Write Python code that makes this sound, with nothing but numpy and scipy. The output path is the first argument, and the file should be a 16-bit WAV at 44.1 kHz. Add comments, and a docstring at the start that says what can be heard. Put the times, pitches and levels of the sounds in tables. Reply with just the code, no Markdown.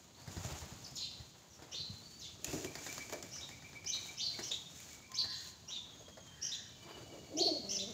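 """A city park, where pigeons feed on scattered grain close to the microphone.
They jostle and flutter up: wings push puffs of air, wing tips clap and feathers whistle.
At the end one coos through its swollen crop, the pouch in its throat.
Sparrows chirp in the trees around; far off are two hoarse caws, thin whines and the hum of the town."""
import sys
import numpy as np
from scipy import signal
from scipy.fft import rfft, irfft, next_fast_len
from scipy.io import wavfile
from scipy.ndimage import uniform_filter1d, map_coordinates

SR = 44100
rng = np.random.default_rng(int(sys.argv[2]) if len(sys.argv) > 2 else 0)


def file_out(sig):
    """Save sig as 16-bit WAV at sys.argv[1]."""
    # one column per channel
    cols = np.atleast_2d(sig).T
    # limit, then scale
    lim = np.clip(cols, -1, 1)
    pcm = np.round(lim * 32767).astype(np.int16)
    wavfile.write(sys.argv[1], SR, pcm)


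N = 349713
TIME = np.arange(N) / SR


def amp(db):
    """Turns decibels into a volume factor."""
    return 10 ** (np.asarray(db) / 20)


def unit(x):
    """Scales a sound to an average (rms) level of one."""
    return x / np.sqrt(np.mean(x ** 2) + 1e-20)


def look_up(table, hz):
    """Reads between a table's rows, with every octave equally wide."""
    row_hz, value = np.transpose(table)
    return np.interp(np.log(hz + 1), np.log(row_hz + 1), value)


def add(mix, start, sound):
    """Mixes a sound in, starting at a time in seconds."""
    part = mix[max(round(start * SR), 0):][:len(sound)]
    part += sound[:len(part)]


def colour(x, spectrum):
    """Turns each frequency up or down as a table says, then sets the level to one."""
    size = next_fast_len(len(x))
    gains = amp(look_up(spectrum, np.fft.rfftfreq(size, 1 / SR)))
    return unit(irfft(rfft(x, size) * gains, size)[:len(x)])


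def noise(spectrum, size):
    """Noise with a chosen tone colour."""
    return colour(rng.standard_normal(size), spectrum)


def wander(t, rate):
    """Drifts to a new random value `rate` times a second."""
    targets = rng.standard_normal(4096)
    return map_coordinates(targets, [(t - t[0]) * rate], order=1, mode="wrap")


def swell(t, rise_s, decay_s):
    """Rises softly to one, then dies away."""
    shape = (1 - np.exp(-(t / rise_s) ** 2)) * np.exp(-t / decay_s)
    return shape / shape.max()


def bump(t, centre, length):
    """A bell-shaped rise to one and back."""
    return np.exp(-(2 * (t - centre) / length) ** 2)


def rasp(t, depth, rate):
    """A fast random flutter of level that makes a pure tone harsh."""
    flutter = unit(uniform_filter1d(wander(t, rate), round(SR / rate)))
    return (1 + depth * flutter) / np.sqrt(1 + depth ** 2)


# How long the park echoes: (frequency [Hz], time to fade by 60 dB [s])
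ECHO_TIMES = [(200, 0.53), (1000, 1), (4000, 0.7), (7000, 0.7), (14000, 0.17)]


def outdoors(x, echo_db, early_db=1., early_s=.028):
    """Adds echoes from ground, trunks and walls: a strong early cluster and a long thin tail."""
    t = np.arange(SR) / SR
    bounces = rng.standard_normal(SR) * (rng.random(SR) < 1 / 20) * (t > .003)
    bounces *= 1 + amp(early_db) * np.exp(-t / early_s)
    hz, age, bands = signal.stft(bounces, SR, nperseg=256)
    fade = amp(-60 * age / look_up(ECHO_TIMES, hz)[:, None])
    tail = signal.istft(bands * fade, SR, nperseg=256)[1]
    heard = amp(echo_db) * signal.fftconvolve(x, tail / np.linalg.norm(tail))
    heard[:len(x)] += x
    return heard


# Tone colour of the town's hum: (frequency [Hz], gain [dB])
TOWN_COLOUR = [(20, -42), (35, -23), (55, -4), (90, 3.5), (130, 3), (220, -2), (400, -10), (800, -19.5),
               (1500, -31.5), (2600, -21), (4400, -13), (5400, -19), (6800, -12), (8600, -31), (11500, -37),
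               (15000, -29)]
# How the hum rises and falls: (time [s], gain [dB])
TOWN_SWELL = [(0, -3.5), (.8, 3), (1.45, -3.5), (2.1, 0), (3.5, 1), (4.8, 0), (5.6, -1.5), (6.2, -1),
              (7, 1.5), (7.93, 2)]


def town(level_db=-59.5):
    """Distant traffic and air, slowly swelling and fading."""
    swell_db = np.interp(TIME, *np.transpose(TOWN_SWELL)) - .03 * wander(TIME, 4)
    return amp(level_db + swell_db) * noise(TOWN_COLOUR, N)


# Far-off tones: (time [s], length [s], first pitch [Hz], last pitch [Hz], relative level [dB])
WHINES = [(1.999, 0.25, 4440, 4630, -63), (4.169, 0.096, 697, 693, -66.5), (5.044, 0.84, 1055, 980, -69.5),
          (5.849, 0.58, 3360, 3130, -65.5), (5.85, 0.52, 6620, 6400, -71), (6.4, .9, 3130, 2870, -68),
          (6.649, 1.25, 2376, 2130, -71), (6.76, .6, 4750, 4400, -72)]


def whines(gain_db=-4.):
    """Thin, slowly gliding tones from far away, smeared by echoes."""
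    out = np.zeros(N)
    for start, length, from_hz, to_hz, db in WHINES:
        t = np.arange(0, length, 1 / SR)
        hz = np.linspace(from_hz, to_hz, len(t)) * (1 + .018 * wander(t, 200))
        tone = np.sin(2 * np.pi * np.cumsum(hz) / SR) * rasp(t, depth=1., rate=60.1)
        tone *= signal.windows.tukey(len(t), .15)
        add(out, start, amp(db + gain_db + 2.2 * wander(t, 8.1)) * tone)
    return outdoors(out, echo_db=4.5)[:N]


# What a crow's throat lets through: (frequency [Hz], gain [dB])
CROW_THROAT = [(900, -43), (1450, -11.5), (1650, 0.5), (1800, 1.5), (1950, -5), (2300, -23), (4000, -40)]
# The two caws: (time [s], relative level [dB], length [s])
CAWS = [(5.168, -62, 0.31), (6.239, -64, 0.51)]


def crow(pulse_hz=290.5, gain_db=-3.):
    """Pulses of breath ring in a crow's throat; from so far away the caws are mostly echo."""
    out = np.zeros(N)
    for start, db, length in CAWS:
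        t = np.arange(0, length, 1 / SR)
        breath = rng.standard_normal(len(t)) * (1 + np.cos(2 * np.pi * pulse_hz * t))
        caw = colour(breath, CROW_THROAT) * signal.windows.tukey(len(t), .7)
        add(out, start, amp(db + gain_db) * caw)
    return outdoors(out, echo_db=2.5)[:N]


def ground_bounce(x, share=.31):
    """A bird in a tree is heard twice: directly, and off the ground a moment later."""
    lag = round(rng.uniform(.0013, .0026) * SR)
    return (np.pad(x, (0, lag)) + share * np.pad(x, (lag, 0))) / np.sqrt(1 + share ** 2)


# What a sparrow's throat and beak let through: (frequency [Hz], gain [dB])
SPARROW_BEAK = [(2300, -23), (2800, -14), (3200, -4.5), (3700, -0.5), (4500, 0), (6200, 0), (7000, -5.5),
                (7800, -23.5), (9000, -25), (12000, -16.5)]


def sparrow(t, hz, db, rough, echo_db, octave_db, trill_hz=170.8, gain_db=-2.):
    """A buzzy whistle; on low notes the throat favours the octave, at twice the pitch."""
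    trill = .035 * np.sin(2 * np.pi * trill_hz * t + wander(t, 100))
    hz = hz * (1 + trill + .022 * wander(t, 160))
    hz *= 1 + .035 * wander(t, 900)
    phase = 2 * np.pi * np.cumsum(hz) / SR
    voice = np.zeros(len(t))
    for k, harmonic_db in enumerate([0, octave_db, octave_db - 10, octave_db - 13], 1):
        voice += amp(harmonic_db + look_up(SPARROW_BEAK, k * hz)) * np.sin(k * phase)
    voice *= amp(db + gain_db + 3 * wander(t, 196.6)) * rasp(t, rough, rate=2615)
    voice *= signal.windows.tukey(len(t), .28)
    return outdoors(ground_bounce(np.sqrt(2) * voice), echo_db)


# Sliding sparrow notes: (time [s], length [s], first pitch [Hz], last pitch [Hz],
# relative level [dB], roughness [0 = none], echo [dB])
SLIDES = [(0.121, 0.14, 3950, 4880, -64.5, .1, -5), (0.838, .02, 6600, 4250, -50.5, .4, -3.5),
          (0.859, 0.019, 4400, 5700, -52.5, .4, -2), (0.952, 0.025, 6970, 6800, -44, 0.4, 3.5),
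          (.958, 0.017, 6000, 3440, -47.5, 0.8, 7), (.972, .075, 4490, 3693, -49.5, 0.9, 6.5),
          (1.5, .08, 6120, 5500, -62.5, 0, -5), (2.191, 0.029, 6960, 4510, -52, 1., 6),
          (2.212, 0.054, 4175, 3190, -54.5, 1.2, 5), (5.288, 0.082, 4600, 3900, -46, 1, 0),
          (5.322, 0.073, 6430, 6900, -53.5, 0.8, 1)]


def sparrow_slides():
    """Sparrows deeper in the trees slide straight from one pitch to another."""
    out = np.zeros(N)
    for start, length, from_hz, to_hz, db, rough, echo_db in SLIDES:
        t = np.arange(0, length, 1 / SR)
        hz = np.linspace(from_hz, to_hz, len(t))
        add(out, start, sparrow(t, hz, db, rough, echo_db, octave_db=-4))
    return out


# Two-part sparrow calls: (time [s], arch length [s], share of the arch sung [0-1], arch top [Hz],
# relative arch level [dB], note top [Hz], relative note level [dB])
CHIRRUPS = [(3.308, .097, 1., 2943, -54.5, 3850, -49), (3.858, 0.058, 0.66, 3086, -44.5, 4010, -39),
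            (4.417, 0.089, 1., 3044, -48.5, 3764, -41), (6.41, .1, 1., 3040, -46.5, 3750, -42.5),
            (7.685, .098, 1., 3060, -44, 3787, -39.5)]


def sparrow_chirrups(foot_hz=2390, note_s=.056, rough=.42, echo_db=-2.):
    """A low arch of pitch, heard mostly as its octave, then a short, bent, higher note."""
    out = np.zeros(N)
    for start, length, share, top_hz, arch_db, note_hz, note_db in CHIRRUPS:
        t = np.arange(0, length, 1 / SR)
        arch = np.sin(np.pi * (share * t / length) ** .8)
        hz = foot_hz + (top_hz - foot_hz) * arch
        add(out, start, sparrow(t, hz, arch_db, rough, echo_db, octave_db=4))
        t = np.arange(0, note_s, 1 / SR)
        bend = (2 * (t / note_s) ** .798 - 1) ** 2  # both ends are lower and softer
        hz = note_hz * (1 - .1506 * bend)
        add(out, start + length, sparrow(t, hz, note_db - 4 * bend, rough, echo_db, octave_db=-4))
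    return out


# Leaping sparrow calls: (time [s], length [s], held pitch [Hz], relative lead-in level [dB],
# gain of the lead-in's octave [dB], relative held level [dB], echo [dB])
CHEEPS = [(1.708, .124, 4300, -43, -8, -46, 5), (4.167, .12, 4500, -38.5, -4, -41, 2.5),
          (5.135, 0.1, 4480, -48, 7, -33, -4), (5.67, .112, 3840, -47, -1.5, -45, 2.5),
          (7.362, .129, 4534, -42.5, 1, -32.5, 1.5)]


def sparrow_cheeps(leap_at_s=.039, leap_s=.00412, rough=.36, held_octave_db=-10.5):
    """A low lead-in climbs, leaps to a held note and droops at the end."""
    out = np.zeros(N)
    for start, length, held_hz, lead_db, lead_octave_db, held_db, echo_db in CHEEPS:
        t = np.arange(0, length, 1 / SR)
        leap = .5 + .5 * np.tanh((t - leap_at_s) / (2 * leap_s))  # goes from 0 to 1
        lead_hz = 2493 + 18000 * t
        droop = 1 - .1194 * (t / length) ** 6
        hz = (lead_hz * (1 - leap) + held_hz * leap) * droop
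        db = lead_db + (held_db - lead_db) * leap
        octave_db = lead_octave_db + (held_octave_db - lead_octave_db) * leap
        add(out, start, sparrow(t, hz, db, rough, echo_db, octave_db))
    return out


# Tone colours of the moving flock: (frequency [Hz], gain [dB])
FEATHER_HISS = [(600, -8), (1500, -2), (3000, 0), (5000, 1.5), (7000, 9), (8300, -6), (11000, -13.5),
                (15000, -8)]  # feathers brushing together
CRISP_EDGE = [(4000, -40), (7000, -8), (9000, 0.5), (15000, 11)]  # the highest part of a tick or clap
AIR_WHOOSH = [(60, -41), (200, -13), (330, 8), (500, -0.5), (680, 0.5), (900, -16), (1500, -40.5),
              (4000, -59)]  # moving air
FEATHER_HUSH = [(300, -13.5), (650, -2), (950, -3), (1400, -7.5), (2000, -11.5), (3500, -11.5),
                (8000, -29.5)]  # air passing through feathers
# Quiet feeding, in relative levels: (feathers [dB], whoosh [dB], hush [dB])
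FEEDING = (-81, -75.5, -66)
# Scuffles, in relative levels: (middle time [s], length [s], feathers [dB], whoosh [dB], hush [dB])
SCUFFLES = [(.5, 0.39, -64, -59, -51.5), (0.794, 0.53, -74.5, -79, -62.5), (1.193, 0.22, -76, -79, -69),
            (2.032, 0.7, -76, -76, -88), (2.569, 0.25, -62, -51, -62), (2.906, 0.38, -62, -62, -62),
            (3.149, .12, -69.5, -51.5, -73), (3.362, 0.43, -71, -70.5, -65.5),
            (3.706, 0.31, -77.5, -76, -70), (4.054, 0.22, -66, -69.5, -67), (4.42, 0.27, -65, -65, -62.5),
            (4.834, 0.39, -67.5, -75, -76), (5.462, 0.12, -68, -79, -73), (6.93, 0.19, -100, -58, -54),
            (7.147, 0.29, -90, -55.5, -65), (7.78, 0.5, -74.5, -62.5, -69)]


def rustle(ticks_per_s=200., tick_decay_s=.0013):
    """Feathers brush, beaks and claws tick on grain and grit, and stirred air hushes through wings."""
    power = amp(FEEDING)[:, None] ** 2 * np.ones(N)
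    for middle, length, *levels_db in SCUFFLES:
        power += np.outer(amp(levels_db), bump(TIME, middle, length)) ** 2
    feather_level, whoosh_level, hush_level = np.sqrt(power)
    sizes = amp(3.5 * np.minimum(rng.exponential(1, N), 4))
    ticks = (rng.random(N) < ticks_per_s / SR) * sizes
    tick_fade = np.exp(-np.arange(256) / SR / tick_decay_s)
    scratches = signal.oaconvolve(ticks, tick_fade)[:N] * rng.standard_normal(N)
    grit = amp(4) * colour(scratches, FEATHER_HISS)
    grit += amp(-6.5) * colour(unit(scratches) + rng.standard_normal(N), CRISP_EDGE)
    hiss = noise(FEATHER_HISS, N) * amp(11 + 1.9 * wander(TIME, 70))
    air = whoosh_level * noise(AIR_WHOOSH, N) + amp(-2) * hush_level * noise(FEATHER_HUSH, N)
    fidget = amp(2 * wander(TIME, 18))
    stir = amp(3 * wander(TIME, 45))
    return feather_level * fidget * (hiss + grit) + stir * air


# Tone colours of a clap: (frequency [Hz], gain [dB])
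SHARP_CRACK = [(800, -40), (2500, -0.5), (4500, -2.5), (7000, 10), (8500, -15), (15000, -30)]  # the hit itself
FEATHER_SLAP = [(300, -5), (800, 6), (1300, -0.5), (1900, 7), (2600, -14), (5000, 3.5), (9000, -49)]  # its lower body, also the sound of flat feathers fluttering


def clap(crack_db, body_db, top_db, decay_s):
    """Two stiff surfaces meet in a crack a few milliseconds long."""
    t = np.arange(2048) / SR
    layers = (crack_db, SHARP_CRACK), (body_db, FEATHER_SLAP), (top_db, CRISP_EDGE)
    crack = sum(amp(db) * noise(spectrum, len(t)) for db, spectrum in layers)
    return crack * swell(t, .00094, decay_s)


# Pecks at the grain: (time [s], relative level [dB])
PECKS = [(.4598, -35), (2.9262, -27.5), (3.1245, -28.5), (3.133, -26.5), (5.462, -45)]


def pecks():
    """A beak snaps shut close by."""
    out = np.zeros(N)
    for start, db in PECKS:
        add(out, start, clap(crack_db=db - 12.5, body_db=db - 24, top_db=db - 19, decay_s=.0019))
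    return outdoors(out, echo_db=-12)[:N]


# What a pigeon's swollen crop lets through: (frequency [Hz], gain [dB])
PIGEON_CROP = [(180, 0), (300, -1), (400, -2.5), (480, -3), (600, 3), (690, 3), (770, -15), (1000, -22)]


def pigeon_voice(t, hz, base_level, overtone_level, third_db, rough, jitter):
    """Three soft tones, at one, two and three times the pitch, sound through the crop."""
    phase = 2 * np.pi * np.cumsum(hz * (1 + jitter * wander(t, 149.3))) / SR
    base, octave, third = (amp(look_up(PIGEON_CROP, k * hz)) * np.sin(k * phase) for k in (1, 2, 3))
    overtones = rasp(t, rough, rate=160.5) * (octave + amp(third_db) * third)
    voice = base_level * base + overtone_level * overtones
    return voice * amp(2.5 * wander(t, 90)) * signal.windows.tukey(len(t), .15)


# The coo's rolled note: (time [s], length [s], pitch at both ends [Hz], arch top [Hz], level [dB])
COO_ROLL = (7.295, .335, 225, 333, -42)
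# Throbs of the throat in that note: (middle time [s], pitch [Hz], level [dB], length [s])
COO_THROBS = [(7.36, 300.2, -33.5, 0.024), (7.412, 349.6, -25.5, 0.015), (7.464, 396.6, -26.5, .014),
              (7.523, 304, -32.5, 0.016), (7.6, 236, -44, 0.014)]
# The low drone after it: (time [s], length [s], pitch [Hz], level [dB])
COO_DRONE = (7.63, .3, 196, -50)


def coo(lift_at_s=7.89, lift_s=.0406, lift_hz=45.3):
    """A husky rolled note, where deep throbs take turns with the octave, then a cleaner low drone."""
    out = np.zeros(N)
    start, length, end_hz, top_hz, db = COO_ROLL
    t = np.arange(0, length, 1 / SR)
    arch = np.sin(np.pi * (t / length) ** .85)
    hz = end_hz + (top_hz - end_hz) * arch
    level = amp(db - 13.5 * (1 - arch))
    base, overtones = amp(-6) * level, level
    for middle, throb_hz, throb_db, throb_s in COO_THROBS:
        throb = bump(start + t, middle, throb_s)
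        hz = hz + (throb_hz - hz) * np.sqrt(throb)
        base = base + amp(throb_db) * throb
        overtones = overtones * (1 - .37 * throb)
    husk = amp(-5) * level * noise(AIR_WHOOSH, len(t))
    add(out, start, pigeon_voice(t, hz, base, overtones, third_db=-3, rough=.46, jitter=.051) + husk)
    start, length, hz, db = COO_DRONE
    t = np.arange(0, length, 1 / SR)
    hz = hz + lift_hz * bump(start + t, lift_at_s, lift_s)
    add(out, start, pigeon_voice(t, hz, amp(db), amp(db - 1.5), third_db=-5.5, rough=.2, jitter=.015))
    return outdoors(out, echo_db=-11.5)[:N]


# A wing's whoosh around its own pitch: (frequency [times the pitch], gain [dB])
WING_SWISH = [(.15, -24), (.5, -5), (.85, 4), (1.1, 5), (1.5, -11), (2.1, -8), (3.2, -19), (9, -34)]
# The deep puff of air under a wing: (frequency [Hz], gain [dB])
AIR_PUFF = [(20, -42), (35, -31), (55, 0.5), (80, 5), (140, 4), (220, -10), (500, -38), (1500, -63)]


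def wing_stroke(whoosh_db, hz, puff_db, flutter_db, hiss_db, decay_s):
    """A wing pushes a puff of air and a whoosh, while its feathers flutter and slide together."""
    t = np.arange(8192) / SR
    whoosh = amp(whoosh_db) * noise(np.array(WING_SWISH) * [hz, 1], len(t))
    flutter = amp(flutter_db) * noise(FEATHER_SLAP, len(t))
    hiss = amp(hiss_db) * noise(FEATHER_HISS, len(t)) * amp(2 * wander(t, 340))
    puff = amp(puff_db) * noise(AIR_PUFF, len(t)) * swell(t, .0041, .023)
    return (whoosh + flutter + hiss) * swell(t, .0029, decay_s) + puff


# Single flaps, in relative levels: (time [s], whoosh [dB], whoosh pitch [Hz], puff [dB], feathers [dB])
GROUND_FLAPS = [(.177, -54, 840, -71, -72), (.273, -39, 258, -48, -53.5), (.364, -40, 317, -41.5, -50.5),
                (.444, -39.5, 740, -41.5, -56), (.514, -45.5, 280, -46, -57), (.612, -47, 850, -47, -57),
                (.713, -47, 254, -53, -60), (.914, -53, 680, -58, -74), (1.195, -60, 328, -49.5, -59),
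                (1.587, -46, 686, -65, -69), (1.619, -43, 403, -73, -55.5), (1.737, -45.5, 479, -64, -63),
                (1.79, -49, 480, -52, -65), (1.895, -66, 314, -46, -72), (2.472, -35.5, 346, -52, -54),
                (2.573, -43, 355, -55, -56), (3.123, -30, 547, -70, -49), (4.386, -36, 350, -80, -46.5),
                (4.506, -45.5, 500, -72, -63), (5.239, -45, 266, -56, -50), (5.945, -48, 270, -71, -67),
                (6.001, -47, 593, -74, -78), (6.08, -45.5, 538, -68, -62), (6.17, -43.5, 644, -78, -59.5)]


def ground_flaps():
    """Pigeons on the ground beat a wing to keep their place at the grain."""
    out = np.zeros(N)
    for start, whoosh_db, hz, puff_db, feather_db in GROUND_FLAPS:
        flap = wing_stroke(whoosh_db - 10, hz, puff_db + 2, feather_db, feather_db - 4.5, decay_s=.021)
        add(out, start, flap)
    return outdoors(out, echo_db=-11.5)[:N]


def feather_whistle(hz, db, upstroke_s=.0577, gain_db=-.5):
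    """The outer feather flutters in the airflow, rising in pitch as the wing speeds up."""
    t = np.arange(0, 2 * upstroke_s, 1 / SR)
    glide = .051 * (np.minimum(t / upstroke_s, 1) - .5)
    pitch = hz * (1 + glide + .021 * wander(t, 633))
    tone = np.sin(2 * np.pi * np.cumsum(pitch) / SR) * rasp(t, depth=.5, rate=500)
    return amp(db + gain_db) * tone * swell(t, upstroke_s * .19, upstroke_s * .36)


# Wingbeats in flight, in relative levels:
# (time [s], crack [dB], feather slap [dB], downstroke [dB], whistle pitch [Hz], whistle [dB])
WINGBEATS = [(2.444, -17.5, -47, -48, 2665, -47.5), (2.53, -50, -52, -29, 2400, -62),
             (2.645, -25, -46, -34, 2350, -52), (2.7528, -29, -41, -44, 2344, -54),
             (2.8638, -37, -42.5, -42, 2340, -47.5), (2.9788, -29.5, -41.5, -47, 2327, -46),
             (3.096, -34, -48, -60, 2320, -50), (3.2256, -29, -46, -42.5, 2310, -60),
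             (3.3598, -40, -48, -57, 2330, -56), (3.4895, -35, -51, -54, 2320, -52),
             (3.622, -48, -53, -56, 2363, -52), (3.729, -51, -52.5, -55, 2325, -46.5),
             (3.845, -36, -50, -49.5, 2426, -54), (3.946, -52, -52, -56, 2334, -50),
             (4.056, -42, -54, -54, 2337, -48), (4.315, -56, -69, -65, 2250, -54),
             (4.77, -54, -67, -66, 2360, -59), (4.888, -42, -59, -69, 2280, -56.5),
             (5.003, -55, -63, -68, 2310, -55), (5.1168, -34.5, -54, -58, 2340, -54)]


def flight(downstroke_hz=340, upstroke_after_s=.016):
    """Wing tips clap over the back, sweep down, and whistle on the way up."""
    wings, whistles = np.zeros(N), np.zeros(N)
    for start, crack_db, slap_db, down_db, whistle_hz, whistle_db in WINGBEATS:
        add(wings, start, clap(crack_db - 13, slap_db, top_db=crack_db - 21, decay_s=.0031))
        downstroke = wing_stroke(down_db - 10, downstroke_hz, puff_db=down_db - 13.5,
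                                 flutter_db=slap_db - 11, hiss_db=down_db - 19, decay_s=.03)
        add(wings, start, downstroke)
        add(whistles, start + upstroke_after_s, feather_whistle(whistle_hz, whistle_db))
    return outdoors(wings, echo_db=-9)[:N] + outdoors(whistles, echo_db=-3.5)[:N]


def scene():
    """The pigeons in front, the other birds and the town behind."""
    pigeons = ground_flaps() + flight() + pecks() + rustle() + coo()
    sparrows = sparrow_cheeps() + sparrow_chirrups() + sparrow_slides()
    return (pigeons + sparrows + crow() + whines() + town())[None]


def record(dry, bass_hz=45., treble_hz=15650):
    """The microphone loses the deepest bass and the recorder cuts off the highest treble."""
    bass_cut = signal.butter(4, bass_hz, "high", fs=SR, output="sos")
    treble_cut = signal.firwin(511, treble_hz, window=("kaiser", 9), fs=SR)
    return signal.oaconvolve(signal.sosfilt(bass_cut, dry), treble_cut[None], "same")


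dry = scene()
out = record(dry)
file_out(out)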